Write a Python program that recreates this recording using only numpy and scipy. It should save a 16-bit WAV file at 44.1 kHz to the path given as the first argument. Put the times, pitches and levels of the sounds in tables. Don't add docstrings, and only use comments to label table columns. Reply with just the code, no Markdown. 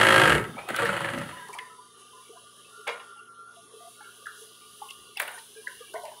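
import sys
import numpy as np
from scipy import signal
from scipy.fft import rfft, irfft, next_fast_len
from scipy.io import wavfile
from scipy.ndimage import uniform_filter1d, map_coordinates

SR = 44100
rng = np.random.default_rng(int(sys.argv[2]) if len(sys.argv) > 2 else 0)


def boost(x):
    u = np.asarray(x, float) / 20
    return 10 ** u


def inscribe(sig):
    pcm = np.round(np.clip(np.atleast_2d(sig).T, -1, 1) * 32767)
    wavfile.write(sys.argv[1], SR, pcm.astype(np.int16))


N = 273420
TIME = np.arange(N) / SR
# (time [s], turns made [1])
FAST_SHAFT = [(-.006, 0), (.0494, 3), (.1606, 9), (.2165, 12), (.2552, 14), (.296, 16), (.321, 17),
              (.3796, 19), (.44, 20)]
FAST_END = FAST_SHAFT[-1][0]
# (time [s], peak level [dB], ring frequency [Hz])
SLOW_STITCHES = [(0.5856, -24, 2275), (0.688, -32, 1250), (0.7423, -7.5, 1540), (0.7864, -6.5, 1430),
                 (0.82, -6, 1187), (0.855, -5.5, 1785), (0.8907, -4.5, 1430), (0.927, -20, 1390),
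                 (0.9652, -21, 1440), (1.0055, -21, 1510), (1.044, -12, 1734), (1.0874, -12, 1690),
                 (1.135, -37, 1310), (1.176, -28, 1870), (1.213, -20, 1750), (1.2893, -30, 1810),
                 (1.369, -26, 1845)]
# (time [s], level [dB])
FAST_PEDAL = [(0.0, -18.5), (0.16, -18.5), (0.334, -21.5), (0.526, -60), (0.596, -45), (0.66, -60)]
# (time [s], level [dB])
SLOW_PEDAL = [(0.689, -34.5), (0.752, -36), (0.796, -27.5), (0.842, -29.5), (1.108, -34.5), (1.238, -39.5),
              (1.454, -56), (1.8, -62)]
# (frequency [Hz], density [dB per Hz])
RATTLE_SPECTRUM = [(2060, -3.5), (3500, -17), (4290, 3.5), (5780, -2.5), (10100, 3), (11100, -5.5),
                   (14900, -13.5), (16000, -27)]
BRAKING_S = .24


def unit(x):
    return x / np.sqrt(np.mean(x ** 2) + 1e-20)


def along(points, hz):
    f, v = np.transpose(points)
    return np.interp(np.log(hz + 1), np.log(f + 1), v, left=-120, right=-120)


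def curves(rows):
    s, *cols = np.transpose(rows)
    return [np.interp(TIME, s, c) for c in cols]


def filtered(x, response):
    m = next_fast_len(len(x) + 8192)
    return irfft(rfft(x, m) * response(np.fft.rfftfreq(m, 1 / SR)), m)[:len(x)]


def shaped(x, spectrum):
    return filtered(x, lambda hz: boost(along(spectrum, hz)))


def place(out, s, sound):
    out[round(s * SR):][:len(sound)] += sound


def bell(centre_hz, octaves):
    ripple = rng.standard_normal(200)

    def response(hz):
        modes = boost(3.5 * np.interp(hz / 120, np.arange(200), ripple))
        distance = np.abs(np.log2((hz + 1) / centre_hz) / octaves)
        return modes / np.sqrt(hz + 50) * np.exp(-.5 * distance ** 3)

    return response


def smoothed(field, bands, frames):
    return uniform_filter1d(uniform_filter1d(field, bands, axis=0), frames, axis=1)


def rush(spectrum, patchy_db, size=(2, 12), ceiling=4):
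    z = signal.stft(rng.standard_normal(N), nperseg=512)[2]
    field = unit(smoothed(rng.standard_normal(z.shape), *size))
    x = signal.istft(z * boost(patchy_db * np.minimum(field, ceiling)), nperseg=512)[1][:N]
    return unit(shaped(x, spectrum))


def steady(x, sounding):
    return x / np.sqrt(np.abs(uniform_filter1d(x * x, 4000)) + 1e-3 * np.mean(x[sounding] ** 2))


def wobble(rate):
    return map_coordinates(rng.standard_normal(400), [TIME * rate])


def window(start, length, fade):
    return np.clip(np.minimum(TIME - start + fade, start + length + fade - TIME) / fade, 0, 1)


def shaft():
    s, turns = np.transpose(FAST_SHAFT)
    later = np.transpose(SLOW_STITCHES)[0]
    s = np.concatenate([s, later, [later[-1] + 0.45]])
    return s, np.concatenate([turns, turns[-1] + 1 + np.arange(len(later) + 1)])


def effort():
    # (time [s], length [s], level [dB])
    shakes = [
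        (0.39, 0.18, 7.5),
        (0.72, 0.07, -8),
        (0.88, 0.075, 7),
        (1.224, 0.079, 6),
    ]
    casting_db, = curves(FAST_PEDAL + SLOW_PEDAL)
    speed = uniform_filter1d(np.gradient(np.interp(TIME, *shaft())) * SR, size=1500)
    drive_db = 0.34 * (casting_db + 30) + 0.64 * 20 * np.log10(np.abs(speed) / 27 + 0.027)
    shake_db = sum(db * np.exp(-.5 * ((TIME - s) / length) ** 2) for s, length, db in shakes)
    lag_s = 0.036
    thump_db = -37 + np.interp(TIME - lag_s, TIME, drive_db) + shake_db
    return casting_db, thump_db, -44.5 + 0.96 * (casting_db + 29.5)


def strikes(s, turns):
    # (share of turn [1], level [dB])
    contacts = [(0, 0), (.27, -4), (.58, -12), (.8, -13)]
    whole = np.arange(int(turns[-1]) - 1)
    blows = np.zeros(N)
    for share, db in contacts:
        at = np.interp(whole + share + rng.normal(0, 0.006, len(whole)), turns, s)
        strength = boost(db + rng.normal(0, 1.3, len(whole)))
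        blows[np.clip(at * SR, 0, N).astype(int)] += (at > -.003) * strength
    return blows


def joint_chatter(blows, turn, s, turns):
    fast = TIME < FAST_END
    since = TIME - np.interp(np.floor(turn), turns, s)
    habit = rng.standard_normal(N)[(since * SR).astype(int)]
    alike = 0.64 * fast
    shake = np.where(fast, signal.lfilter([1], [1, -.994], blows), signal.lfilter([1], [1, -.997], blows))
    shake = unit(shake + np.where(fast, .11, .13) * shake.max())
    return shake * (alike * habit + np.sqrt(1 - alike ** 2) * rng.standard_normal(N))


def casting_response(f):
    # (frequency [Hz], width [Hz], level [dB])
    casting_modes = [(326, 20.4, 4.5), (529, 101, 1), (750, 80, 1), (900, 137, 1), (1326, 150, 6),
                     (1600, 132, 5.5), (1926, 250, 3.5), (2220, 102, 2.5), (2550, 280, -3),
                     (2900, 134, 2.5), (3165, 260, -3), (3750, 390, -6), (4220, 1160, -12.5)]
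    modes = sum((-1) ** k * boost(db) * 1j * f * width / (hz * hz - f * f + 1j * f * width)
                for k, (hz, width, db) in enumerate(casting_modes))
    return modes / (1 + 1j * f / 4600) ** 2


def table_thump(turn):
    # (multiple of shaft speed [1], level [dB])
    shaft_orders = [(1, -12), (2, 2), (3, -11), (4, -3.5), (5, -11), (6, -17), (7, -4), (9, -10), (10, -1),
                    (14, -15), (17, -10.5)]
    # (frequency [Hz], density [dB per Hz])
    table_spectrum = [(18, -66), (48, 3), (68, -30), (97, -6.5), (129, -1), (283, -9.5), (324, -7.5),
                      (402, -4), (450, -2.5), (580, -21), (990, -120)]
    orders = sum(boost(db) * ((k < 8) | (TIME < FAST_END)) * np.sin(k * 2 * np.pi * turn + k * k)
                 for k, db in shaft_orders)
    loose_db = np.interp(TIME, [BRAKING_S, .36], [-8.5, -3.5])
    thump = boost(-3.5) * unit(orders) + boost(loose_db) * rush(table_spectrum, patchy_db=3.0)
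    dull = filtered(thump, lambda hz: 1 / (1 + (hz / 294) ** 6) / (1 + (70 / (hz + 1)) ** 3))
    return np.where(TIME < FAST_PEDAL[-1][0], thump, dull)


def machine():
    s, turns = shaft()
    casting_db, thump_db, rattle_db = effort()
    turn = np.interp(TIME, s, turns)
    blows = strikes(s, turns)
    chatter = joint_chatter(blows, turn, s, turns)
    sounding = TIME < 1.5
    sewing = 2 * SR
    struck, loose = (np.pad(filtered(x[:sewing], casting_response), (0, N - sewing))
                     for x in (blows, chatter))
    struck = struck * boost(np.interp(TIME, [.33, .345, FAST_END, FAST_END], [14, 9, 7, -11]))
    casting = steady(unit(struck) + boost(3) * unit(loose), sounding)
    rattle = steady(shaped(chatter, RATTLE_SPECTRUM), sounding)
    thump = table_thump(turn)
    running = np.clip((1.8 - TIME) / 0.32, 0, 1)
    whole = running * (boost(casting_db) * casting + boost(rattle_db) * rattle + boost(thump_db) * thump)
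    return filtered(whole, lambda hz: 1 / (1 + (75 / (hz + 1)) ** 4))


def stitches():
    # (frequency [Hz], peak level [dB])
    arm_modes = [(1340, -16), (1610, -6), (1850, -9), (3250, -16), (4050, -24.5)]
    out, t = np.zeros(N + SR), np.arange(2000) / SR

    def ring(hz, t60):
        return boost(-60 * t / t60) * (1 - np.exp(-t / 0.0025)) * np.sin(2 * np.pi * hz * t)

    for s, db, hz in SLOW_STITCHES:
        place(out, s, boost(db - 7.0) * ring(hz, 0.036))
    for s in np.interp(np.arange(1, 18), *np.transpose(FAST_SHAFT)[::-1]):
        eased_db = -3 * (s > BRAKING_S)
        stroke = sum(boost(db + eased_db + rng.normal(0, 3)) * ring(hz, 0.021) for hz, db in arm_modes)
        place(out, s, stroke)
        place(out, s + .005, boost(-7.5) * stroke)
    return out[:N]


def bed():
    out, t = np.zeros(N + SR), np.arange(5000) / SR
    effort_db, = curves(SLOW_PEDAL)
    draws = rng.standard_normal((len(SLOW_STITCHES), 2))
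    for (s, *_), (size, pitch) in zip(SLOW_STITCHES[3:], draws):
        hz, t60 = 562 * (1 + .03 * pitch), 0.086
        ring = boost(-60 * t / t60) * (1 - np.exp(-t / 0.0031)) * np.sin(2 * np.pi * hz * t)
        place(out, s, boost(effort_db[round(s * SR)] + 5 + size) * ring)
    return out[:N]


def taps():
    # (time [s], peak level [dB], centre [Hz], width [octaves])
    sharp_taps = [(0.763, -19, 3500, 1.6), (.746, -28.5, 2900, 0.2), (.892, -24, 1700, 0.51),
                  (0.93, -37, 2740, 0.19), (1.046, -23.5, 2280, 0.29), (1.087, -21.5, 2060, 0.59),
                  (1.137, -29, 1680, 0.41), (1.186, -28, 5100, 1.7), (1.588, -31, 2500, 0.28),
                  (2.891, -24, 1980, 0.67), (2.907, -30, 1230, 0.89), (4.27, -25.5, 1600, 0.21),
                  (4.909, -28.5, 3100, 0.21), (5.171, -26, 2830, 0.12), (5.172, -33.5, 5100, 0.13),
                  (5.2, -17.5, 2000, 0.88), (5.2005, -21.5, 9700, 0.83), (5.2185, -30, 12100, .5),
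                  (5.2335, -36, 9000, .5), (5.316, -42, 11000, .6), (5.279, -35, 2900, .2),
                  (1.5885, -31.5, 3300, 0.12), (5.2015, -15, 1900, 0.4), (5.279, -35, 2170, 0.46),
                  (5.383, -40.5, 1830, 0.035), (5.673, -22, 1790, 0.17)]
    out, t = np.zeros(N + SR), (np.arange(2048) - 512) / SR
    for s, db, hz, octaves in sharp_taps:
        returns = .25 * (t > 0) * boost(-60 * np.abs(t) / .02) * rng.standard_normal(len(t))
        tap = filtered((t == 0) + returns, bell(hz, octaves))
        place(out, s - 512 / SR, boost(db) * tap / np.abs(tap).max())
    return out[:N]


def blows_on_table():
    # (time [s], peak level [dB], centre [Hz], width [octaves], crack level [dB])
    ticks = [(0.687, -27, 1500, 0.88, -34.5), (0.763, -25.5, 2900, 0.46, -30),
             (.85, -26.5, 2960, 0.88, -32.5), (1.531, -40, 2200, 0.2, -41), (1.586, -34, 2130, 0.7, -41),
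             (4.885, -37, 2860, 0.095, -67), (4.905, -43, 3270, 0.28, -38), (5.217, -31, 1730, 0.35, -27),
             (5.232, -45, 1500, .7, -49.5), (5.315, -50, 1790, 0.66, -40), (5.385, -38, 3400, 0.54, -45)]
    # (time [s], peak level [dB], centre [Hz], width [octaves], crack level [dB])
    clacks = [(.568, -28, 750, 0.43, -82), (.587, -33.5, 615, 0.54, -72), (0.698, -24, 376, 1, -70),
              (1.485, -34, 990, 0.3, -43.5), (1.549, -31.5, 925, 0.37, -43.5),
              (2.87, -24.5, 2330, 0.55, -49), (2.876, -19.5, 1080, 0.78, -34), (2.886, -32, 1700, 2, -58),
              (2.995, -38.5, 1600, 0.93, -65), (4.257, -30, 1680, 0.1, -60), (4.265, -28, 1480, 0.27, -45),
              (5.172, -29.5, 2630, 0.67, -36), (5.198, -20.5, 1400, 1.34, -24.5),
              (5.277, -26, 1380, 1.15, -35.5), (5.679, -29, 1750, 0.22, -43), (5.94, -22, 654, 0.14, -43),
              (6.034, -25.5, 653, 0.16, -45), (6.052, -41, 2200, 0.3, -40.5)]
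    # (time [s], peak level [dB], centre [Hz], width [octaves], t60 [s])
    rings = [(1.137, -32.5, 290, 0.18, 0.64), (1.36, -39, 1740, 0.13, 1), (1.597, -34.5, 1950, 0.14, 0.4),
             (4.812, -50, 3300, 0.2, 0.15), (2.879, -27.5, 510, 0.28, 0.28), (5.278, -29, 1650, 0.15, 0.19),
             (5.201, -23, 1780, 0.87, 0.19), (5.157, -43, 2150, 0.14, .15),
             (1.586, -21.5, 1920, 0.14, 0.091), (4.006, -40, 1605, 0.08, 0.55),
             (4.817, -28.5, 842, 0.047, 0.2), (4.818, -32.5, 1114, 0.079, 0.48),
             (5.168, -32.5, 825, 0.1, 0.25), (5.345, -34, 1550, 0.073, 0.29),
             (5.376, -34.5, 937, 0.096, 0.19), (4.8, -43, 1130, 0.27, 0.12), (5.941, -25, 1004, 0.15, 0.33),
             (5.941, -28.5, 429, 0.087, 0.36), (5.951, -31, 1980, 0.12, 0.19),
             (5.937, -31.5, 1510, 0.059, 0.3), (6.04, -32, 890, 0.17, 0.51), (6.114, -28, 930, 0.16, 0.11)]
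    return ([(s, db, hz, width, 0.21, crack_db) for s, db, hz, width, crack_db in ticks]
            + [(s, db, hz, width, 0.34, crack_db) for s, db, hz, width, crack_db in clacks]
            + [(s, db, hz, width, t60, db - 37) for s, db, hz, width, t60 in rings])


def knocks():
    # (frequency [Hz], density [dB per Hz])
    crack_spectrum = [(2060, -21), (3500, -27), (6700, -4.5), (8680, 18), (12800, 12), (14700, 9),
                      (15800, 16)]
    out, t = np.zeros(N + SR), np.arange(SR // 3) / SR
    for s, db, hz, octaves, t60, crack_db in blows_on_table():
        closing = 1 / (1 + (t / (1.08 * t60)) ** 6)
        tail = boost(-60 * t / t60)
        fall = (0.38 * boost(-60 * t / 0.058) + 0.59 * tail * closing) * (1 - np.exp(-t / 0.0024))
        grain = boost(2.6 * np.interp(t * 120, np.arange(80), rng.standard_normal(80)))
        band = filtered(rng.standard_normal(len(t)), bell(hz, octaves))
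        levelled = band / np.sqrt(np.abs(uniform_filter1d(band ** 2, size=350)) + 0.27 * np.mean(band ** 2))
        bright = s < .9 or 5.1 < s < 5.33
        crack = unit(shaped(rng.standard_normal(len(t)), crack_spectrum if bright else RATTLE_SPECTRUM))
        crack_fall = boost(-60 * t / 0.023) + 0.16 * tail
        place(out, s, boost(db - 7) * levelled * fall * grain + boost(crack_db - 4.0) * crack * crack_fall)
    return out[:N]


def scissors():
    # (frequency [Hz], level [dB], t60 [s])
    scissor_modes = [(474, -6.5, 0.25), (807, -2, 0.23), (1050, -0.5, 0.19), (1606, -11.5, 0.62),
                     (1830, -14, 0.28), (2157, 2.5, 0.095), (2375, -7, 0.17), (2890, -1, 0.073),
                     (3300, -15, .14), (3890, -9, 0.1), (4680, -15, 0.12), (4970, -18, 0.097)]
    # (time [s], peak level [dB])
    landings = [
        (2.868, -38),
        (2.877, -36),
        (2.889, -33),
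        (2.921, -42),
        (2.996, -47),
    ]
    out, t = np.zeros(N + SR), np.arange(SR // 3) / SR
    for s, db in landings:
        size, phase = rng.standard_normal((2, len(scissor_modes)))
        ring = sum(boost(level + 3 * g - 60 * t / t60) * np.sin(2 * np.pi * hz * t + 3 * p)
                   for (hz, level, t60), g, p in zip(scissor_modes, size, phase))
        place(out, s, boost(db) * ring * (1 - np.exp(-t / 0.0029)))
    return out[:N]


def lingers():
    # (time [s], length [s], frequency [Hz], rms level [dB], t60 [s])
    notes_left = [(.36, .03, 1310, -40, 0.55), (.43, 0.014, 2000, -47, 0.18), (.59, .02, 2500, -51, .5),
                  (1.32, 0.13, 1000, -48, .15), (1.555, 0.058, 1003, -44.5, .45),
                  (1.68, 0.18, 995, -59.5, .2), (1.39, .06, 1640, -51.5, .2), (1.4, .05, 1950, -57, 0.33),
                  (1.6, 0.018, 450, -53, 0.27), (1.62, .08, 1800, -57, .2), (2.645, .014, 2620, -51, .12),
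                  (4.816, 0.011, 3650, -50.5, .1), (4.912, .007, 4400, -54, .05),
                  (4.893, .012, 2100, -59, .05), (5.316, .012, 1830, -50, .08), (5.8, .015, 470, -50.5, .1),
                  (5.325, .012, 750, -49, .08), (6.05, .012, 2800, -52.5, .15),
                  (5.952, 0.011, 2080, -50, .08), (6.13, 0.051, 980, -54, .3),
                  (3.17, 0.025, 2800, -60, 0.091)]
    out, t = np.zeros(N + SR), np.arange(SR // 2) / SR
    for s, length, hz, db, t60 in notes_left:
        drift, swell = (map_coordinates(knots, [t * 75]) for knots in rng.standard_normal((2, 40)))
        gate = np.clip(t / 0.0067, 0, 1) * boost(-60 * np.maximum(t - length, 0) / t60 + 4.5 * swell)
        phase = 2 * np.pi * hz * np.cumsum(1 + .015 * drift) / SR
        place(out, s, boost(db + 1.5) * gate * np.sin(phase))
    return out[:N]


def leaks():
    # (time [s], length [s], frequency [Hz], rms level [dB])
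    leaking_bands = [(0.56, 0.012, 2270, -54), (0.579, 0.017, 2334, -40.5), (0.548, 0.009, 246, -47),
                     (.815, 0.035, 459, -30.5), (1.132, 0.052, 250, -36.5), (1.19, 0.033, 156, -39.5),
                     (1.49, 0.0075, 422, -49), (5.334, .015, 9230, -49), (5.336, .03, 12800, -68),
                     (5.67, 0.008, 547, -55), (5.868, .015, 2330, -60), (0.576, .008, 1260, -40.5),
                     (0.675, .008, 750, -36), (0.663, 0.016, 1200, -44), (1.333, 0.02, 2950, -58),
                     (1.472, 0.067, 981, -47), (1.375, 0.018, 2900, -53), (1.527, 0.016, 2325, -47),
                     (1.535, .015, 9250, -67), (1.696, 0.055, 1292, -53), (2.13, 0.083, 1026, -52.5),
                     (2.22, 0.064, 2310, -69), (2.293, 0.009, 428, -42), (2.324, 0.033, 700, -55),
                     (2.36, 0.013, 1014, -52), (2.776, 0.016, 423, -52.5), (3.16, 0.014, 850, -64),
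                     (3.556, 0.015, 687, -51), (3.736, 0.043, 435, -48.5), (3.804, 0.083, 696, -52),
                     (4.006, 0.021, 837, -56), (4.008, 0.049, 2200, -63.5), (4.414, 0.0052, 433, -48),
                     (4.61, 0.025, 2350, -65), (5.55, 0.068, 1630, -57.5), (5.56, 0.027, 432, -47),
                     (5.567, 0.041, 2400, -63), (5.64, 0.1, 1010, -57), (5.801, 0.034, 1190, -55.5),
                     (5.794, 0.099, 2330, -70), (5.797, 0.082, 1650, -61), (5.805, 0.012, 474, -52.5),
                     (6.112, 0.0077, 1680, -61)]
    out, t = np.zeros(N + SR), np.arange(SR // 3) / SR
    for s, length, hz, db in leaking_bands:
        gate = np.clip(t / 0.0035, 0, 1) * boost(-60 * np.maximum(t - length, 0) / 0.13)
        band = filtered(rng.standard_normal(len(t)),
                        lambda f: np.exp(-.5 * ((f - hz) / (14 + 0.0097 * hz)) ** 2))
        grain = boost(2.3 * np.interp(t * 70, np.arange(30), rng.standard_normal(30)))
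        place(out, s, boost(db) * gate * steady(band, t >= 0) * grain)
    return out[:N]


def whine():
    # (time [s], length [s], lower level [dB], upper level [dB])
    slot_opens = [
        (2.736, 0.49, -50, -55),
        (3.29, 0.25, -50.5, -65),
        (4.009, 0.083, -52, -52.5),
        (4.33, 0.045, -73, -58),
    ]
    on_s, off_s, shut_db = 1.6, 5.42, -30.5
    passing_db = shut_db * (1 - window(on_s, off_s - on_s, 0.037)) - 40 * (TIME < 1.3)
    lower = boost(-73 + passing_db) + sum(boost(db) * window(s, length, 0.049) ** 2
                                        for s, length, db, _ in slot_opens)
    upper = boost(-68 + passing_db) + sum(boost(db) * window(s, length, 0.064) ** 2
                                        for s, length, _, db in slot_opens)
    return lower, upper, boost(-60 + passing_db + 3.6 * wobble(14))


def motor():
    # (frequency [Hz], rms level [dB])
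    mains_lines = [(120.5, -74.5), (241.4, -73), (176, -79), (290, -88), (716, -80.5), (1290, -77)]
    # (frequency [Hz], level [dB])
    slot_lines = [(1374.2, -2), (1434.4, -1), (1493, -34)]
    lower, upper, rough = whine()

    def tone(lines):
        return sum(boost(db + 2.0) * np.sin(2 * np.pi * hz * TIME + hz) for hz, db in lines)

    def flutter():
        return boost(4 * map_coordinates(rng.standard_normal(200), [TIME * 25]))

    bearing = rush([(1120, -42), (1160, -4.5), (1195, -4.0), (1225, -15.5)], patchy_db=-0.5)
    bearing = bearing + .7 * np.sin(2 * np.pi * 1195.5 * TIME)
    slots = lower * flutter() * tone(slot_lines[:1]) + upper * flutter() * tone(slot_lines[1:])
    return tone(mains_lines) + slots + rough * unit(bearing)


def holes(x, open_db):
    # (frequency [Hz], width [Hz], depth [dB per dB])
    shut_bands = [(4300, 150, 0.9), (4720, 90, 0.7), (7100, 110, 0.9), (7900, 300, 0.6), (13900, 1200, 1.2)]
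    hz, t, z = signal.stft(x, SR, nperseg=512)
    opening = np.interp(t, TIME, open_db)
    field = unit(uniform_filter1d(rng.standard_normal(z.shape), size=80, axis=1))
    depth_db = .55 * np.clip(0.5 - opening, 0, 30)
    bands = sum(share * np.exp(-.5 * ((hz - centre) / width) ** 2) for centre, width, share in shut_bands)
    patches = unit(smoothed(rng.standard_normal(z.shape), 5, 16))
    shut_db = np.outer(bands, np.clip(-4.0 - opening, 0, 30)) * np.clip(1 + 1.1 * patches, 0, 2)
    return signal.istft(z * boost(-depth_db * np.clip(field, 0, 2) - shut_db), SR, nperseg=512)[1][:N]


def air():
    # (time [s], level [dB])
    opening = [(1.3, 0), (1.44, -2.5), (1.75, -8.5), (1.95, -10.5), (2.21, -4.5), (2.45, -7), (2.8, -6),
               (3.05, -7.5), (3.13, -12.5), (3.46, -21.5), (3.56, -8), (3.7, -14), (3.77, -3), (4.88, -0.5),
               (5.15, -3.5), (5.84, 2.5), (6.2, 0)]
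    # (time [s], length [s], level over the hiss [dB])
    rustles = [(1.509, 0.005, 3), (1.543, 0.006, 10.5), (2.006, 0.015, 4.5), (2.3, 0.051, 1),
               (3.902, 0.024, 1), (4.28, 0.034, 1), (4.414, 0.04, 5.5), (4.623, 0.042, 0),
               (5.366, 0.044, 3.5), (5.717, 0.18, 3.5)]
    # (frequency [Hz], density [dB per Hz])
    floor_spectrum = [(18, -53), (30, -31), (70, -15.5), (109, -14), (194, -13.5), (243, -15.5),
                      (287, -12.5), (425, -4.5), (897, -17), (1190, -2.5), (1300, -26.5), (1460, -12),
                      (1540, -13), (2460, -22), (2600, -40), (3380, -67.5), (5720, -120)]
    hum_spectrum = [(280, -63.5), (350, -11), (430, 1), (480, -10.5), (560, -47.5)]
    fan_spectrum = [(1470, -63), (2500, -20.5), (2680, -1), (2800, 4), (4040, -3), (4300, -7), (4800, -5.5),
                    (6240, -20.5), (10600, -120)]
    hiss_spectrum = [(2650, -41), (4500, -19), (5550, -11.5), (6270, -7.5), (7010, -11.5), (8330, -11),
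                     (9890, 1.5), (11100, -10), (12000, -17.5), (15600, -40), (22000, -120)]
    top_spectrum = [(6760, -51), (11500, -8.5), (13300, -5), (14900, -12.5), (15900, -3)]
    open_db, = curves(opening)
    draught = wobble(4.1) + 0.66 * wobble(10)
    cloth_db = sum(db * np.exp(-.5 * ((TIME - s) / length) ** 2) for s, length, db in rustles)
    hum_db = -65 + 0.05 * open_db + 0.63 * wobble(4.3)
    fan_db = -55.5 + 0.33 * open_db
    hiss_db = -55.5 + 0.2 * open_db + 0.91 * draught + cloth_db
    top_db = -64.5 + open_db + 1.6 * draught + .6 * cloth_db
    rest = boost(-64.0) * rush(floor_spectrum, patchy_db=5)
    rest = rest + boost(-100) * rush([(25, -18), (60, 7), (90, -11)], patchy_db=3)
    rest = rest + boost(hum_db) * rush(hum_spectrum, patchy_db=3.0)
    fan = boost(fan_db) * rush(fan_spectrum, patchy_db=4.5, size=(1, 45), ceiling=1.5)
    hiss = boost(hiss_db) * rush(hiss_spectrum[:-2] + [(11800, -18), (13500, -60)],
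                               patchy_db=4.5, size=(1, 90), ceiling=-.3)
    top = boost(top_db) * unit(shaped(rng.standard_normal(N), top_spectrum))
    return rest + holes(fan + hiss + top, open_db)


def shuts(x):
    # (time [s], length [s], frequency [Hz], width [Hz], level [dB])
    fan_shuts = [(3.29, .05, 3000, 500, -16), (3.345, .075, 2780, 110, -14), (3.43, 0.11, 2980, 170, -10),
                 (3.63, 0.088, 2950, 130, -11), (3.78, 0.25, 2880, 110, -12), (3.17, .14, 3700, 200, -12),
                 (3.4, 0.14, 3750, 150, -8), (1.75, 0.21, 2820, 220, -9), (5.985, .05, 2750, 250, -10),
                 (3.1, .2, 4270, 150, -12), (3.4, .4, 4750, 100, -10), (1.38, .11, 2400, 200, -15)]
    hz, t, z = signal.stft(x, SR, nperseg=512)
    cut_db = 0
    for s, length, centre, width, db in fan_shuts:
        band = np.exp(-.5 * ((hz - centre) / width) ** 4)
        span = np.exp(-.5 * ((t - s - length / 2) / (length / 2)) ** 6)
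        cut_db = cut_db + db * np.outer(band, span)
    return signal.istft(z * boost(cut_db), SR, nperseg=512)[1][:N]


def room(x):
    # (frequency [Hz], t60 [s])
    room_decay = [(150, 0.48), (1000, 0.49), (4000, 0.072), (12000, 0.55)]
    hz, t, z = signal.stft(rng.standard_normal(SR // 2), SR, nperseg=256)
    t60 = np.interp(hz, *np.transpose(room_decay))[:, None]
    tail = signal.istft(z * boost(-60 * t / t60), SR, nperseg=256)[1]
    return signal.fftconvolve(np.pad(x, (300, 0)), tail / np.linalg.norm(tail))[:N]


def scene():
    near = machine() + stitches() + bed()
    around = taps() + knocks() + scissors() + lingers() + leaks() + motor() + shuts(air())
    return (near + boost(-6.5) * room(near) + around)[None]


def band_limit(x):
    return signal.sosfilt(signal.butter(12, 16360, fs=SR, output="sos"), x)


def record(dry):
    ceiling = .62
    rounded = dry[0] / (1 + np.abs(dry[0] / ceiling) ** 4) ** (1 / 4)
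    limited = filtered(rounded, lambda hz: hz < 15680)[None]
    return band_limit(limited)


dry = scene()
out = record(dry)
inscribe(out)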